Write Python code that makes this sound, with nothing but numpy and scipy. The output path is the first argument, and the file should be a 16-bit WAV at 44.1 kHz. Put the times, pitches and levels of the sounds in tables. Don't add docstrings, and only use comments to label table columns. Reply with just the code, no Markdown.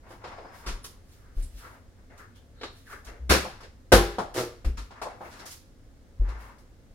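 import sys
import numpy as np
from scipy import signal
from scipy.fft import rfft, irfft, next_fast_len
from scipy.io import wavfile

SR = 44100
rng = np.random.default_rng(int(sys.argv[2]) if len(sys.argv) > 2 else 0)


def materialize(psi):
    bounded = np.clip(np.atleast_2d(psi).T, -1, 1)
    quanta = np.round(bounded * 32767).astype(np.int16)
    wavfile.write(sys.argv[1], SR, quanta)


N = 306086
TIME = np.arange(N) / SR
CUTOFF_HZ = 16100


def from_db(db):
    return 10 ** (np.asarray(db) / 20)


def unit_energy(x):
    return x / np.sqrt(np.sum(x ** 2) + 1e-20)


def unit_rms(x):
    return x / np.sqrt(np.mean(x ** 2) + 1e-20)


def at_hz(points, hz):
    f, value = np.transpose(points)
    return np.interp(np.log(np.maximum(hz, 1)), np.log(f), value)


def add(track, s, sound):
    start = max(round(s * SR), 0)
    track[start:start + len(sound)] += sound[:N - start]


def panned(db):
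    return from_db(db / 2 * np.array([[1], [-1]]))


def filtered(x, order, hz, kind="low"):
    return signal.sosfilt(signal.butter(order, hz, kind, fs=SR, output="sos"), x)


def colour(x, spectrum, size=8192):
    log_gain = np.log(from_db(at_hz(spectrum, np.fft.rfftfreq(size, 1 / SR))))
    cepstrum = irfft(log_gain)
    cepstrum[1:size // 2] *= 2
    cepstrum[size // 2 + 1:] = 0
    impulse = irfft(np.exp(rfft(cepstrum)))
    return signal.fftconvolve(x, unit_energy(impulse))[:len(x)]


def grains(count, spread_db):
    sizes = from_db(spread_db * rng.standard_normal(count))
    return unit_rms(rng.standard_normal(count) * sizes)


def stroke(swell, fade):
    t = TIME[:SR // 2]
    return np.minimum(t / swell, 1) * np.exp(-np.maximum(t - swell, 0) / fade)


def surge(s, level_db, fall, rise_share):
    t = TIME - s
    rising = (t / (rise_share * fall)) ** 2
    return from_db(level_db) * np.exp(-np.minimum(np.where(t < 0, rising, t / fall), 20))


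def linger(power, seconds):
    keep = np.exp(-1 / (seconds * SR))
    return signal.lfilter([1 - keep], [1, -keep], power + 1e-18)


def moving_resonance(drive, hz, width_hz):
    swell = filtered(drive, 2, width_hz / 2)
    return np.sqrt(2) * unit_rms(swell) * np.sin(2 * np.pi * np.cumsum(hz) / SR)


def glide(rows, width_hz):
    s, hz, level_db = np.transpose(rows)
    level = from_db(np.interp(TIME, s, level_db, left=-120, right=-120))
    return level * moving_resonance(rng.standard_normal(N), np.interp(TIME, s, hz), width_hz)


# f/Hz, left-right correlation
MICROPHONE_LIKENESS = [(60, 0.94), (130, 0.68), (290, .82), (640, 0.61), (1400, -0.065), (3100, 0.18),
                       (7000, -0.12), (15000, 0.93)]


def stereo_bands():
    edges, count = np.geomspace(18, 18000, 31), next_fast_len(N)
    hz = np.fft.rfftfreq(count, 1 / SR)
    white = rfft(rng.standard_normal((2, count)).astype(np.float32))
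    for low, high in zip(edges, edges[1:]):
        in_band = (hz >= low) & (hz < high)
        mid, side = map(unit_rms, irfft(white * in_band, count)[:, :N])
        alike = at_hz(MICROPHONE_LIKENESS, np.sqrt(low * high))
        shared = np.sqrt((1 + alike) / 2) * mid
        opposed = np.sqrt((1 - alike) / 2) * side * [[1], [-1]]
        yield low, high, shared + opposed


# f/Hz, relative density/dB per Hz
HUSH_SPECTRUM = [(20, -4.5), (60, -8), (100, -9.5), (157, -22.5), (260, -17.5), (370, -28.5), (460, -22),
                 (620, -30.5), (1000, -37.5), (1700, -36.5), (2500, -43.5), (6000, -44.5), (10000, -51.5),
                 (15500, -59)]


def hush(rms_db=-52):
    total = 0
    for low, high, noise in stereo_bands():
        density = from_db(at_hz(HUSH_SPECTRUM, np.sqrt(low * high)))
        total = total + density * np.sqrt(high - low) * noise
    return from_db(rms_db) * unit_rms(total)


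# f/Hz, t60/s
ROOM_T60 = [(60, 1.1), (250, 0.28), (1000, 0.5162), (4000, 0.52), (8000, 0.41), (16000, 0.38)]
# f/Hz, left minus right/dB
ROOM_BALANCE = [(100, 1), (600, 1.5), (1200, 4), (2400, 4), (4400, -2.5), (8000, -3), (15000, -6)]


def echoes(x, early_share=0.8, early_t60=0.23, build_s=0.00054, shadow_hz=3500):
    out = 0
    for low, high, noise in stereo_bands():
        hz = np.sqrt(low * high)
        power = filtered(x, 2, [low, high], "band") ** 2
        power = linger(power, build_s * (1 + hz / shadow_hz))
        early = linger(power, early_t60 / np.log(10 ** 6))
        late = linger(power, at_hz(ROOM_T60, hz) / np.log(10 ** 6))
        envelope = np.sqrt(early_share * early + (1 - early_share) * late)
        out = out + panned(at_hz(ROOM_BALANCE, hz)) * noise * envelope
    return out


# t/s, direct path level/dB
FACING = [(0, -8), (.5, -14), (.7, -2.5), (2.5, -10.5), (2.63, -1), (2.9, -4.5), (3.3, -11), (3.92, -9.5),
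          (4.2, -10), (4.4, -27), (5.02, -11), (5.4, -25), (6.5, -13)]
# delay/s, level against the facing curve/dB
REFLECTIONS = [(.0046, -4.5), (.0118, -7.5), (0.0203, -5.5)]


def bedroom(x, gap_samples=4):
    direct = x * from_db(np.interp(TIME, *np.transpose(FACING)))
    out = echoes(x)
    paths = [(0.00026, 0.019)] + REFLECTIONS
    for k, (delay, level_db) in enumerate(paths):
        arrival = from_db(level_db) * direct
        add(out[k % 2], delay, arrival)
        add(out[1 - k % 2], delay + gap_samples / SR, arrival)
    return out


# crest t/s, relative level/dB, dying-away/s, air-pocket note f/Hz
SLOSHES = [(0.069, -52.5, 0.039, 850), (0.117, -47, 0.015, 771), (0.262, -47.5, 0.056, 1000),
           (0.48, -49.5, 0.18, 775), (0.639, -47, 0.018, 981), (1.291, -66, 0.14, 1400),
           (1.635, -47, 0.042, 1310), (1.745, -61, 0.061, 830), (1.99, -66, .04, 591.6),
           (2.12, -52, .025, 522), (2.202, -49.5, 0.034, 1500), (2.57, -63, .03, 1407),
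           (2.925, -45.5, 0.031, 1500), (3.095, -46.5, 0.041, 450), (4.975, -49, 0.057, 1188),
           (5.1, -49.5, 0.048, 750), (5.255, -45, .04, 732), (5.35, -54, .04, 1500),
           (5.419, -46.5, .025, 740), (6.295, -46.5, 0.077, 1063), (6.42, -51.5, 0.071, 925),
           (6.505, -55, 0.026, 990)]
# crest t/s, relative level/dB, dying-away/s
SWISHES = [(0.113, -57.5, .03), (0.575, -55.5, .05), (1.127, -63.5, .08), (1.4, -58, .05),
           (1.6, -55, 0.078), (2.185, -59, .015), (2.77, -62.5, .05), (2.905, -53.5, .04),
           (4.847, -66, .025), (5.298, -58.5, .1), (6.42, -58.5, .05)]
# f/Hz, relative density/dB per Hz
SLOSH_SPECTRUM = [(150, -21), (400, 0), (750, -12.5), (1500, -0.5), (2100, -5), (2900, -21), (6000, -23),
                  (16000, -60.5)]
# f/Hz, relative density/dB per Hz
CLOTH_SPECTRUM = [(500, -6), (2500, 4), (4000, 3.5), (5500, 3.5), (7500, -0.5), (10000, 0.5), (16000, -7)]
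SLOSH_RISE_SHARE, SWISH_RISE_SHARE = 0.88, 0.91


def handling(slosh_db=-3.5, note_db=-3, note_width_hz=450, cloth_db=-1, lump_db=3, lumps_per_s=140):
    slosh = sum(surge(s, level_db, fall, SLOSH_RISE_SHARE) for s, level_db, fall, _ in SLOSHES)
    cloth = sum(surge(s, level_db, fall, SWISH_RISE_SHARE) for s, level_db, fall in SWISHES)
    s, _, _, note_hz = np.transpose(SLOSHES)
    wander = np.interp(TIME * lumps_per_s, np.arange(N), rng.standard_normal(N))
    lumps = unit_rms(from_db(lump_db * wander))
    water = colour(grains(N, spread_db=5.5) * lumps * slosh, SLOSH_SPECTRUM)
    pocket_drive = grains(N, spread_db=6.5) * lumps
    pocket = slosh * moving_resonance(pocket_drive, np.interp(TIME, s, note_hz), note_width_hz)
    sleeves = colour(grains(N, spread_db=3) * lumps * cloth, CLOTH_SPECTRUM)
    return from_db(slosh_db) * water + from_db(note_db) * pocket + from_db(cloth_db) * sleeves


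# crest t/s, f/Hz, level/dB, dying-away/s
CHIRPS = [(0.847, 10100, -47.5, .012), (1.43, 8900, -51.5, 0.0086), (2.359, 3300, -59, 0.012),
          (2.658, 3950, -56, 0.069), (5.505, 9250, -66, 0.021)]


def chirps(width_hz=230):
    s, hz, _, _ = np.transpose(CHIRPS)
    nearest = np.searchsorted((s[1:] + s[:-1]) / 2, TIME)
    level = sum(surge(s, level_db, fall, SWISH_RISE_SHARE) for s, _, level_db, fall in CHIRPS)
    return level * moving_resonance(rng.standard_normal(N), hz[nearest], width_hz)


# t/s, f/Hz, level/dB
SQUEAK = [(.27, 5050, -76), (.32, 5080, -70), (.45, 4960, -69), (.62, 5300, -70)]


def squeak():
    return glide(SQUEAK, width_hz=240)


# t/s, f/Hz, relative level/dB
WHIRR = [(2.86, 1900, -56), (2.895, 1350, -49.5), (2.925, 1451, -43.5), (2.955, 1640, -50),
         (2.99, 1553, -73)]


def whirr(trim_db=-2):
    return from_db(trim_db) * glide(WHIRR, width_hz=460)


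# t/s, relative level/dB, floor note f/Hz, rise/s, t60/s
THUMPS = [(0.664, -19.5, 46.5, 0.021, 0.27), (.715, -23.5, 29.8, 0.0066, 0.22),
          (1.366, -12.5, 32.45, 0.018, 0.25), (1.433, -31, 64, 0.0063, 0.22),
          (1.539, -27, 43.6, 0.0124, 0.19), (3.063, -33.5, 48.7, 0.011, 0.34),
          (3.195, -21, 62.4, 0.058, 0.52), (3.298, -11, 66.2, 0.0042, 0.24), (3.93, -8, 48.7, 0.0072, 0.35),
          (3.924, -12.5, 91.7, 0.0027, 0.28), (4.186, -30.5, 185.9, 0.0045, 0.16),
          (4.648, -11.5, 59.9, 0.0224, 0.27), (4.655, -11.5, 31.8, 0.013, 0.18),
          (4.771, -21, 49.5, .012, 0.2), (6.196, -5.5, 43.2, 0.018, 0.22),
          (6.27, -25.5, 54.24, 0.0089, 0.57)]


def boards(overtone=2.1, overtone_db=-24):
    out, t = np.zeros(N), TIME[:SR]
    for s, level_db, hz, rise, t60 in THUMPS:
        swing = np.sin(2 * np.pi * hz * t)
        swing = swing + from_db(overtone_db) * np.sin(2 * np.pi * overtone * hz * t)
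        add(out, s, from_db(level_db - 60 * t / t60) * (1 - np.exp(-t / rise)) * swing)
    return out


def heels(heel_db=-9, heel_hz=210):
    pushes = np.zeros(N)
    impulse = TIME[:SR // 2] == 0
    push = unit_energy(filtered(impulse, 2, [heel_hz / 2, heel_hz * 2], "band"))
    for s, level_db, _, rise, _ in THUMPS:
        add(pushes, s + rise / 2, from_db(level_db + heel_db) * push)
    return pushes


# t/s, swell/s, fade/s, energy level/dB, treble against the dull part/dB
SCUFFS = [(.658, 0.0095, 0.03, -5, -19), (.839, 0.0079, 0.003, -13.5, 2.5), (1.424, 0.0023, 0.003, -28, 20),
          (2.174, 0.0038, 0.0046, -29.5, 12), (2.35, 0.0066, 0.0082, -31, -2),
          (3.044, 0.0052, 0.0044, -24, 8.5), (3.062, 0.0066, 0.01, -19, -30),
          (4.338, 0.0023, 0.016, -8.5, -3), (4.344, 0.031, 0.024, 1.5, -6.5),
          (4.769, 0.0021, 0.015, -10.5, -25), (5.295, 0.019, 0.054, -16.5, -22.5),
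          (5.387, 0.0036, 0.0089, -15.5, -22), (5.452, .003, 0.017, -11.5, 6),
          (5.498, 0.012, 0.0092, -13, 16), (6.58, 0.0025, 0.0059, -34, 12)]
# f/Hz, relative density/dB per Hz
SCUFF_SPECTRUM = [(100, -8), (400, -3.5), (800, -10.5), (1200, -2), (2200, -9), (3500, -8), (5500, -5),
                  (8000, -11), (11000, -12), (16000, -24.5)]


def scuffs(spread_db=5, edge_hz=3200):
    out = np.zeros(N)
    for s, swell, fade, level_db, bright_db in SCUFFS:
        pressure = stroke(swell, fade)
        rub = colour(grains(len(pressure), spread_db) * pressure, SCUFF_SPECTRUM)
        dull = filtered(rub, 1, edge_hz)
        add(out, s, from_db(level_db) * unit_energy(dull + from_db(bright_db) * (rub - dull)))
    return out


# t/s, swell/s, fade/s, energy level/dB, slips per second
SKID = (4.34, 0.04, 0.046, 6.5, 119)
# f/Hz, width/Hz, relative level/dB
SKID_BODY = [(108, 11, -1.5), (355, 19, 7.5), (472, 17, 5.5), (623, 11, -3)]


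def skid(jitter=.09, count=40):
    s, swell, fade, level_db, per_s = SKID
    pressure = stroke(swell, fade)
    slips, out = np.zeros((2, N))
    intervals = np.abs(1 + jitter * rng.standard_normal(count)) / per_s
    slips[(np.cumsum(intervals) * SR).astype(int)] = 1
    drive = slips[:len(pressure)] * pressure
    groan = 0
    for hz, width, db in SKID_BODY:
        resonance = signal.lfilter(*signal.iirpeak(hz, hz / width, fs=SR), drive)
        groan = groan + from_db(db) * unit_energy(resonance)
    add(out, s, from_db(level_db) * unit_energy(groan))
    return out


# t/s, knock energy level/dB, hollow note f/Hz, crackle energy level/dB,
# crackle edge f/Hz (before the upper limit), relative ring level/dB
BLOWS = [(0.106, -18, 910, -27, 9000, -51), (0.240, -11, 840, -16.5, 4440, -53),
         (0.272, -36, 1100, -18, 4500, -55), (0.316, -15, 750, -21, 4000, -55.5),
         (0.377, -13.5, 686, -26, 4000, -59), (0.447, -17, 775, -40, 4000, -54),
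         (2.612, -17.5, 448, -18, 4500, -64), (2.6324, -15, 367, -9.5, 4640, -58),
         (3.293, -2.5, 200, 0, 13780, -54), (3.296, 6, 200, 10.5, 13550, -49),
         (3.306, 12.5, 336, 11, 12700, -35), (3.338, -3.5, 400, 4.5, 9600, -38),
         (3.449, -8, 800, -23, 3950, -43.5), (3.605, -21, 1000, -23, 10000, -63),
         (3.631, -22, 434.4, -20.5, 8000, -67), (3.9194, 14.5, 520, 12.5, 14020, -33),
         (3.9234, 16.5, 543, 14, 14000, -15.5), (3.949, 4.5, 242.4, -9.5, 9150, -33.5),
         (4.184, 4.5, 770, -8.5, 8500, -38), (4.645, -7, 208, -14.5, 12950, -49),
         (4.906, -19, 900, -24, 4990, -61), (5.016, -3.5, 812, -10, 10130, -61),
         (5.054, -4.5, 730, -24, 4980, -60), (5.206, -9, 826, -32, 5000, -51.5),
         (6.284, -28, 1103, -22.5, 8980, -57)]
# f/Hz, relative level/dB, t60/s
RINGS = [(200, -6, 0.19), (234, -8, 0.13), (306, -0.5, 0.047), (348.3, -1, 0.4), (409.5, -11, 0.69),
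         (487, -8, .26), (522.8, 5.5, 0.18), (570, -12.5, 0.31), (630, -13.5, .26), (722, -1.5, 0.26),
         (800, -7, 0.39), (912, -12.5, 0.18), (1047, -14, .25), (1220, -10.5, .26), (1344, -16, 0.21),
         (1541, -16, .26), (1680, -17.5, 0.24), (2310, -20.5, 0.19), (3030, -21, 0.26), (3440, -21, .26)]
# f/Hz, relative density/dB per Hz
KNOCK_SPECTRUM = [(60, -16.5), (110, 2), (160, 1.5), (210, -0.5), (450, 1.5), (800, -3), (1300, -2.5),
                  (2000, -14), (4000, -31.5), (16000, -49.5)]
# f/Hz, relative density/dB per Hz
CRACKLE_SPECTRUM = [(200, -24), (800, 2.5), (1600, 5), (3000, -1), (5000, 0.5), (7000, -6.5), (11000, -8.5),
                    (16000, -17.5)]
BUCKLE_S, BUCKLE_GROWTH = 0.009, 0.16


def bottle(spread_db=7, ring_scatter_db=1.35, hollow_q=1.2, broad_db=-16, hardening=0.94):
    clatter, ringing = np.zeros((2, N))
    t = TIME[:SR // 2]
    hz, mode_db, t60 = np.transpose(RINGS)[:, :, None]
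    modes = from_db(mode_db - 60 * t / t60) * np.sin(2 * np.pi * hz * t)
    push = colour(1. * (t == 0), KNOCK_SPECTRUM)
    for s, knock_db, hollow_hz, crackle_db, edge_hz, ring_db in BLOWS:
        cavity = signal.iirpeak(hollow_hz, hollow_q, fs=SR)
        hollow = signal.lfilter(*cavity, signal.lfilter(*cavity, push))
        thud = from_db(broad_db + hardening * max(knock_db, 0)) * push
        add(clatter, s, from_db(knock_db) * unit_energy(hollow + thud))

        length = BUCKLE_S * from_db(BUCKLE_GROWTH * crackle_db)
        buckles = colour(grains(len(t), spread_db) * np.exp(-t / length), CRACKLE_SPECTRUM)
        buckles = filtered(buckles, 2, min(edge_hz, CUTOFF_HZ))
        add(clatter, s, from_db(crackle_db) * unit_energy(buckles))

        signs = rng.choice([-1, 1], len(modes))
        shares = signs * from_db(rng.normal(0, ring_scatter_db, len(modes)))
        add(ringing, s, from_db(ring_db) * (shares @ modes))
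    return clatter, ringing


def scene(ring_room_db=-14, skid_room_db=-12, boards_pan_db=2.0, thin_room_db=-4):
    background = hush()
    thin_notes = squeak() + whirr()
    floor = panned(boards_pan_db) * boards()
    groan = skid()
    clatter, ringing = bottle()
    airborne = handling() + chirps() + heels() + scuffs() + clatter
    spill = from_db(ring_room_db) * ringing + from_db(skid_room_db) * groan
    spill = spill + from_db(thin_room_db) * thin_notes
    return background + bedroom(airborne + spill) + thin_notes + floor + groan + ringing


def record(dry, top=1.0):
    rounded = top * np.tanh(dry / top)
    return signal.sosfilt(signal.ellip(10, .2, 80, CUTOFF_HZ, fs=SR, output="sos"), rounded)


dry = scene()
out = record(dry)
materialize(out)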